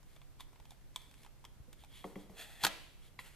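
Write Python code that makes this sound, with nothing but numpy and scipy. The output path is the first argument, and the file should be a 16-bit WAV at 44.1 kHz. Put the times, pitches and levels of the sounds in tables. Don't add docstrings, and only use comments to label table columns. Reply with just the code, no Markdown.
import sys
import numpy as np
from scipy import signal
from scipy.fft import rfft, irfft
from scipy.io import wavfile

SR = 44100
rng = np.random.default_rng(int(sys.argv[2]) if len(sys.argv) > 2 else 0)


def unload_wav(signal):
    wavfile.write(
        sys.argv[1],
        SR,
        np.round(np.clip(np.atleast_2d(signal).T, -1, 1) * 32767).astype(np.int16),
    )


N = 147735
T, F = np.arange(N) / SR, np.fft.rfftfreq(2 * N, 1 / SR)


def amp(db):
    return 10 ** (np.asarray(db) / 20)


def unit(x):
    return x / np.std(x)


def peak(x, db):
    return x * amp(db) / np.abs(x).max()


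def burst(x, db):
    return x * amp(db) * np.sqrt(SR / 100 / np.sum(x ** 2))


def puff(noise, s, decay_s, db):
    t = T[:SR // 20]
    return burst(noise[int(s * SR):][:len(t)] * np.exp(-t / decay_s), db)


def add(track, s, sound):
    i = int(s * SR)
    track[i:i + len(sound)] += sound[:N - i]


def across(points):
    hz, value = np.array(points, float).T
    return np.interp(np.log(F + 1), np.log(hz), value)


def colour(points):
    return amp(across(points))


def resonances(rows):
    return sum(amp(db) * 1j * F * width / (hz ** 2 - F ** 2 + 1j * F * width) for hz, width, db in rows)


def shape(x, response):
    return irfft(rfft(x, 2 * N) * response)[..., :N]


def envelope(curve):
    s, db = np.array(curve).T
    return amp(np.interp(T, s, db, left=-np.inf, right=-np.inf))


def ring(modes, rise_s=1e-4):
    t, tones = T[:SR // 3], 0
    for k, (hz, db, t60) in enumerate(modes):
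        detune = 1 + .008 * rng.standard_normal()
        tones += (-1) ** k * amp(db - 60 * t / t60) * np.sin(2 * np.pi * hz * detune * t)
    return tones * (1 - np.exp(-t / rise_s))


def friction(per_s=6200, spread_db=1.5):
    size = amp(spread_db * np.minimum(rng.exponential(size=N), 6))
    slips = rng.random(N) < per_s / SR
    return unit(slips * size * rng.choice([-1, 1], N))


# frequency in Hz, gain in dB.
AIR_COLOUR = [(12, -38), (20, -1.5), (140, -14), (161, -18), (319, -21.5), (400, -24.5), (4940, -38.5),
              (14000, -42.5)]
AIR_WIDTH = [(30, 8), (130, -4), (2000, -3.5), (8000, 0.5)]
AIR_PAN = [(30, -6), (80, 0), (160, -2), (1000, 0), (10000, 0)]

def background(air_db=-63, hum_hz=138.4, hum_db=-73, whine_hz=13800, whine_db=-87.5):
    mid, side = shape(rng.standard_normal((2, N)), colour(AIR_COLOUR))
    side = shape(side, colour(AIR_WIDTH))
    tilt = amp(across(AIR_PAN) / 2)
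    air = shape(np.array([mid + side, mid - side]), np.array([tilt, 1 / tilt])) / np.std(mid)
    hum = amp(hum_db) * np.sin(2 * np.pi * hum_hz * T)
    whine = amp(whine_db) * np.sin(2 * np.pi * whine_hz * T)
    return amp(air_db) * air + np.sqrt(2) * (hum + whine)


# frequency in Hz, t60 in seconds.
TAIL_T60 = [(200, 0.75), (1000, 0.52), (3000, 0.75), (6000, 0.67), (13000, .9)]
# frequency in Hz, gain in dB.
TAIL_COLOUR = [(150, -13), (500, -11.5), (1200, -13.5), (3000, -12.5), (6000, -19.5), (13000, -26)]
ROOM_WIDTH = [(1000, -5), (4000, -3.5)]

def room(x, early_db=-12, early_s=0.01, tail_rise_s=0.011):
    t, ears = T[:SR], []
    band_hz, t60s = np.array(TAIL_T60).T
    bands = [across(list(zip(band_hz, weights))) for weights in np.eye(len(band_hz))]
    for _ in range(2):
        noise = rng.standard_normal(SR) * (1 - np.exp(-t / tail_rise_s))
        tails = [noise * amp(-60 * t / t60) for t60 in t60s]
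        late = sum(band * rfft(tail / np.linalg.norm(tail), 2 * N) for band, tail in zip(bands, tails))
        echoes = rng.standard_normal(SR) * t * np.exp(-2 * t / early_s)
        early = rfft(echoes / np.linalg.norm(echoes), 2 * N)
        ears.append(shape(x, late * colour(TAIL_COLOUR) + amp(early_db) * early))
    left, right = ears
    mid, side = left + right, shape(left - right, colour(ROOM_WIDTH))
    return np.array([mid + side, mid - side]) / np.sqrt(2)


# start in seconds, peak level in dB.
LOW_BUMPS = [(1.565, -49), (1.602, -44)]

def bumps(hz=68, t60_s=0.035):
    out = np.zeros(N)
    for s, db in LOW_BUMPS:
        add(out, s, peak(ring([(hz, 0, t60_s)], rise_s=0.004), db))
    return out


# frequency in Hz, gain in dB, t60 in seconds.
POP_MODES = [(247, -1.5, 0.059), (503, -7, 0.15)]

def pop(start_s=1.682, peak_db=-54.5):
    out = np.zeros(N)
    add(out, start_s, peak(ring(POP_MODES), peak_db))
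    return out


# frequency in Hz, gain in dB.
CRACK_SPECTRUM = [(1000, -28), (4500, 1), (8300, 1), (10500, -4.5), (14000, 0.5)]
SQUELCH_SPECTRUM = [(250, -20), (600, 3.5), (1400, -1.5), (2400, 2), (4000, -8), (9000, -32)]
# start in seconds, level in dB.
THREAD_SNAPS = [(0.03, -68), (0.978, -65), (1.017, -64), (1.113, -63.5), (1.141, -64), (1.18, -70.5),
                (1.233, -62), (1.847, -62.5)]

def crackles(decay_s=.0018, squelch_db=4):
    out = np.zeros(N)
    spectrum = colour(CRACK_SPECTRUM) + amp(squelch_db) * colour(SQUELCH_SPECTRUM)
    snap = shape(rng.standard_normal(N), spectrum)
    for s, db in THREAD_SNAPS:
        add(out, s, puff(snap, s, decay_s, db))
    return out


# crest, rise and fall in seconds, clay level in dB, edge relative to clay in dB.
STROKES = [(.14, 0.074, 0.046, -71.5, -10), (.405, 0.011, 0.027, -60, -4), (.715, 0.027, 0.027, -67.5, -11),
           (0.979, 0.037, 0.14, -66, -30), (1.246, 0.084, 0.023, -66.5, -13),
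           (1.821, 0.051, 0.03, -69.5, -1), (1.976, 0.063, 0.047, -60.5, -1),
           (2.07, 0.05, 0.064, -67.5, -10), (2.2, 0.024, 0.057, -67, -5.5),
           (3.061, 0.043, 0.029, -65.5, -3)]
# frequency in Hz, gain in dB.
CLAY_COLOUR = [(300, -5), (600, -18.5), (980, -3), (1400, -11.5), (2200, 2), (2750, -12), (4300, -5),
               (5500, -12.5), (8400, -7), (14000, -9)]
# frequency and width in Hz, gain in dB.
EDGE_RESONANCE = [(3300, 320, 0)]

def smears():
    out = np.zeros(N)
    clay = unit(shape(friction(per_s=2000), colour(CLAY_COLOUR)))
    edge = unit(shape(friction(), resonances(EDGE_RESONANCE)))
    for s, rise_s, fall_s, db, edge_db in STROKES:
        swell = np.exp(-((T - s) / np.where(T < s, rise_s, fall_s)) ** 2)
        out += amp(db) * swell * (clay + amp(edge_db) * edge)
    return out


# start in seconds, blade, crack and squelch levels in dB, smack in Hz, smack level in dB.
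BLADE_TICKS = [(.163, -68, -69, -62.5, 970, -83), (0.216, -68.5, -80, -65.5, 1000, -82),
               (.398, -66, -72, -65, 1050, -59), (0.406, -53.5, -54.5, -62, 997, -55),
               (0.53, -99, -72, -68.5, 970, -69), (0.558, -87, -75, -69, 950, -71.5),
               (0.6, -85, -69, -67, 890, -64), (0.654, -69, -66, -67.5, 950, -73),
               (0.7071, -63.5, -58, -87, 900, -65), (0.719, -71, -70, -84, 764, -63),
               (.960, -41, -44.5, -57, 990, -48.5), (1.248, -67.5, -70, -66, 970, -63.5),
               (1.263, -83, -67, -64.5, 850, -62.5), (1.442, -75, -66, -68.5, 930, -58.5),
               (1.4507, -59, -56, -60.5, 1040, -61), (1.7295, -69.5, -59, -65, 980, -73),
               (1.837, -65, -67, -67, 815, -60.5)]
# frequency in Hz, gain in dB, t60 in seconds.
BLADE_MODES = [(2266, -12, 0.019), (3457, 8.5, 0.0075), (8180, -10, 0.012)]

def ticks(pitch_spread=0.064, rise_s=0.00088, smack_t60_s=0.017):
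    out = np.zeros(N)
    crack = shape(rng.standard_normal(N), colour(CRACK_SPECTRUM))
    squelch = shape(rng.standard_normal(N), colour(SQUELCH_SPECTRUM))
    for s, blade_db, crack_db, squelch_db, smack_hz, smack_db in BLADE_TICKS:
        grip = 1 + pitch_spread * rng.uniform(-0.82, 1)
        modes = [(hz * grip, db, t60) for hz, db, t60 in BLADE_MODES]
        add(out, s, burst(ring(modes, rise_s), blade_db))
        add(out, s, burst(ring([(smack_hz, 0, smack_t60_s)], rise_s), smack_db))
        add(out, s, puff(crack, s, decay_s=0.0027, db=crack_db))
        add(out, s, puff(squelch, s, decay_s=0.0057, db=squelch_db))
    return out


# start in seconds, wood and table levels in dB, table tilt in dB per octave,
# click and shudder levels in dB.
DULL_KNOCKS = [(2.0418, -45, -42, 5, -57.5, -54.5), (2.157, -56.5, -42, -1, -57, -60),
               (2.296, -65, -56.5, -9, -71.5, -61.5)]
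# frequency in Hz, gain in dB, t60 in seconds.
WOOD_MODES = [(734, -5, 0.079), (900, -5, 0.031), (1113, -0.5, 0.032), (2073, -12.5, 0.035),
              (3270, -12, 0.034)]
TABLE_MODES = [(190.5, -3.5, 0.21), (299, -6.5, 0.21), (384, -1.5, 0.057), (448, -11.5, 0.12),
               (538.5, -6.5, 0.088)]
# frequency and width in Hz, gain in dB.
CLICK_RESONANCES = [(2000, 430, 20), (2660, 450, -14), (3350, 180, -14)]
# frequency in Hz, gain in dB.
SHUDDER_COLOUR = [(90, -26), (150, -7), (500, -5), (1000, -15.5), (1600, -26), (5000, -29.5)]

def knocks(table_lag_s=0.0037, shudder_s=0.089, click_top_hz=3350):
    out = np.zeros(N)
    shudder = unit(shape(rng.standard_normal(N), colour(SHUDDER_COLOUR)))
    click = shape(rng.standard_normal(N), resonances(CLICK_RESONANCES) / (1 + (F / click_top_hz) ** 4))
    for s, wood_db, table_db, tilt, click_db, shudder_db in DULL_KNOCKS:
        table = [(hz, db + tilt * np.log2(hz), t60) for hz, db, t60 in TABLE_MODES]
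        add(out, s, puff(click, s, decay_s=0.0037, db=click_db))
        add(out, s, burst(ring(WOOD_MODES), wood_db))
        add(out, s + table_lag_s, burst(ring(table), table_db))
        out += amp(shudder_db) * (T >= s) * np.exp(-np.abs(T - s) / shudder_s) * shudder
    return out


# frequency in Hz, gain in dB, t60 in seconds.
SPATULA_MODES = [(1025, -1.5, 0.013), (1937, -3.5, 0.02), (2145, 4.5, 0.0072), (2730, -15, 0.023),
                 (3410, -11, 0.015), (3990, -8, 0.015), (4760, -13.5, 0.014)]

def landing(start_s=3.1903, peak_db=-32.5):
    out = np.zeros(N)
    add(out, start_s, peak(ring(SPATULA_MODES, rise_s=0.0019), peak_db))
    return out


# time in seconds, level in dB.
WIPE_LEVELS = [(3.185, -68), (3.198, -52.5), (3.23, -64), (3.265, -56.5), (3.31, -66.5), (3.35, -64.5)]
# frequency in Hz, gain in dB.
WIPE_SPECTRUM = [(300, -9), (750, -8), (1050, -11), (1400, -5.5), (2150, -6.5), (2800, -3.5), (4300, -10),
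                 (5700, -16.5), (7200, -10.5), (14000, -12)]

def wipe():
    return envelope(WIPE_LEVELS) * unit(shape(friction(), colour(WIPE_SPECTRUM)))


# time in seconds, level in dB.
SCRAPE_LEVELS = [(2.34, -74), (2.385, -51), (2.414, -48.5), (2.475, -59), (2.53, -58), (2.595, -61),
                 (2.615, -53), (2.634, -43.5), (2.64, -80)]
# frequency and width in Hz, gain in dB.
SCRAPE_RESONANCES = [(747, 260, 3), (1430, 250, -7.5), (1860, 340, 6), (2570, 300, 3.5), (3325, 280, 4),
                     (4050, 220, -3.5), (6470, 1100, -7.5), (7630, 640, -8), (8800, 650, -9),
                     (11100, 1200, -8.5)]

def scrape(catches_per_s=220, catch_db=0.5):
    slips = friction()
    catch = unit(np.interp(T * catches_per_s, np.arange(N), rng.standard_normal(N)))
    blade = shape(slips * amp(catch_db * catch), resonances(SCRAPE_RESONANCES))
    return envelope(SCRAPE_LEVELS) * unit(blade)


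def strike(force, response):
    return shape(force, response / np.sqrt(np.mean(np.abs(response) ** 2)))


# start in seconds, level in dB, decay in seconds, favoured resonance in Hz, its gain in dB.
BOUNCES = [(2.6364, -25.5, 0.0038, 3580, 9.1), (2.64, -23.5, 0.0026, 870, 16),
           (2.646, -26.5, 0.0029, 3720, 3.8), (2.649, -17.5, 0.0027, 1490, 2.5),
           (2.666, -25.5, 0.0053, 2000, 1)]
# frequency and width in Hz, gain in dB.
CLACK_RESONANCES = [(127, 130, 0.5), (803, 38, 7.5), (930, 120, 8.5), (1287, 39, 11), (1570, 250, 9.5),
                    (2430, 200, 7), (2650, 99, 0.5), (3300, 260, 2.5), (3700, 89, 3.5), (4200, 400, 7),
                    (6600, 150, 6.5), (7190, 150, -10), (8200, 1100, -10), (11500, 1600, -5.5)]
# frequency in Hz, gain in dB.
WALL_COLOUR = [(200, -2), (500, 7), (900, 7.5), (1500, 6), (2600, 6.5), (4300, 6), (5600, 2), (8000, 1.5),
               (13000, 0.5)]

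def clack(snap_s=2.650, snap_db=-2, crack_db=-9.5, crack_low_hz=200, thud_db=-43.5):
    blade = resonances(CLACK_RESONANCES) + amp(crack_db) * 1j * F / (crack_low_hz + 1j * F)
    contacts = friction(per_s=9000, spread_db=0.5)
    snap = np.zeros(N)
    add(snap, snap_s, [amp(snap_db)])
    out = strike(snap, blade)
    for s, db, decay_s, hz, spot_db in BOUNCES:
        force = amp(db) * (T >= s) * np.exp(-np.abs(T - s) / decay_s) * contacts
        spot = 1.5 + resonances([(hz, 0.16 * hz, spot_db)])
        out += strike(force, blade * spot)
    add(out, snap_s, burst(ring(TABLE_MODES), thud_db))
    return out


def clack_to_walls():
    pulses = np.zeros(N)
    for s, db, decay_s, _, _ in BOUNCES:
        add(pulses, s, [amp(db) * np.sqrt(decay_s * SR / 2)])
    return shape(pulses, colour(WALL_COLOUR))


# frequency in Hz, left minus right in dB.
DIRECT_PAN = [(200, 3), (2000, 0.1), (5000, -0.5), (13000, 2.5)]

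def scene(right_lag_samples=1.0, tick_send_db=-1):
    taps = ticks()
    tools = crackles() + smears() + knocks() + landing() + pop() + bumps() + scrape() + wipe()
    reverb = room(tools + amp(tick_send_db) * taps + clack_to_walls())
    tilt = amp(across(DIRECT_PAN) / 2)
    lag = np.exp(-2j * np.pi * F * right_lag_samples / SR)
    direct = shape(tools + taps + clack(), np.array([tilt, lag / tilt]))
    return direct + reverb + background()


def record(dry):
    return signal.sosfilt(signal.ellip(10, .2, 80, 13750, fs=SR, output="sos"), dry)


dry = scene()
out = record(dry)
unload_wav(out)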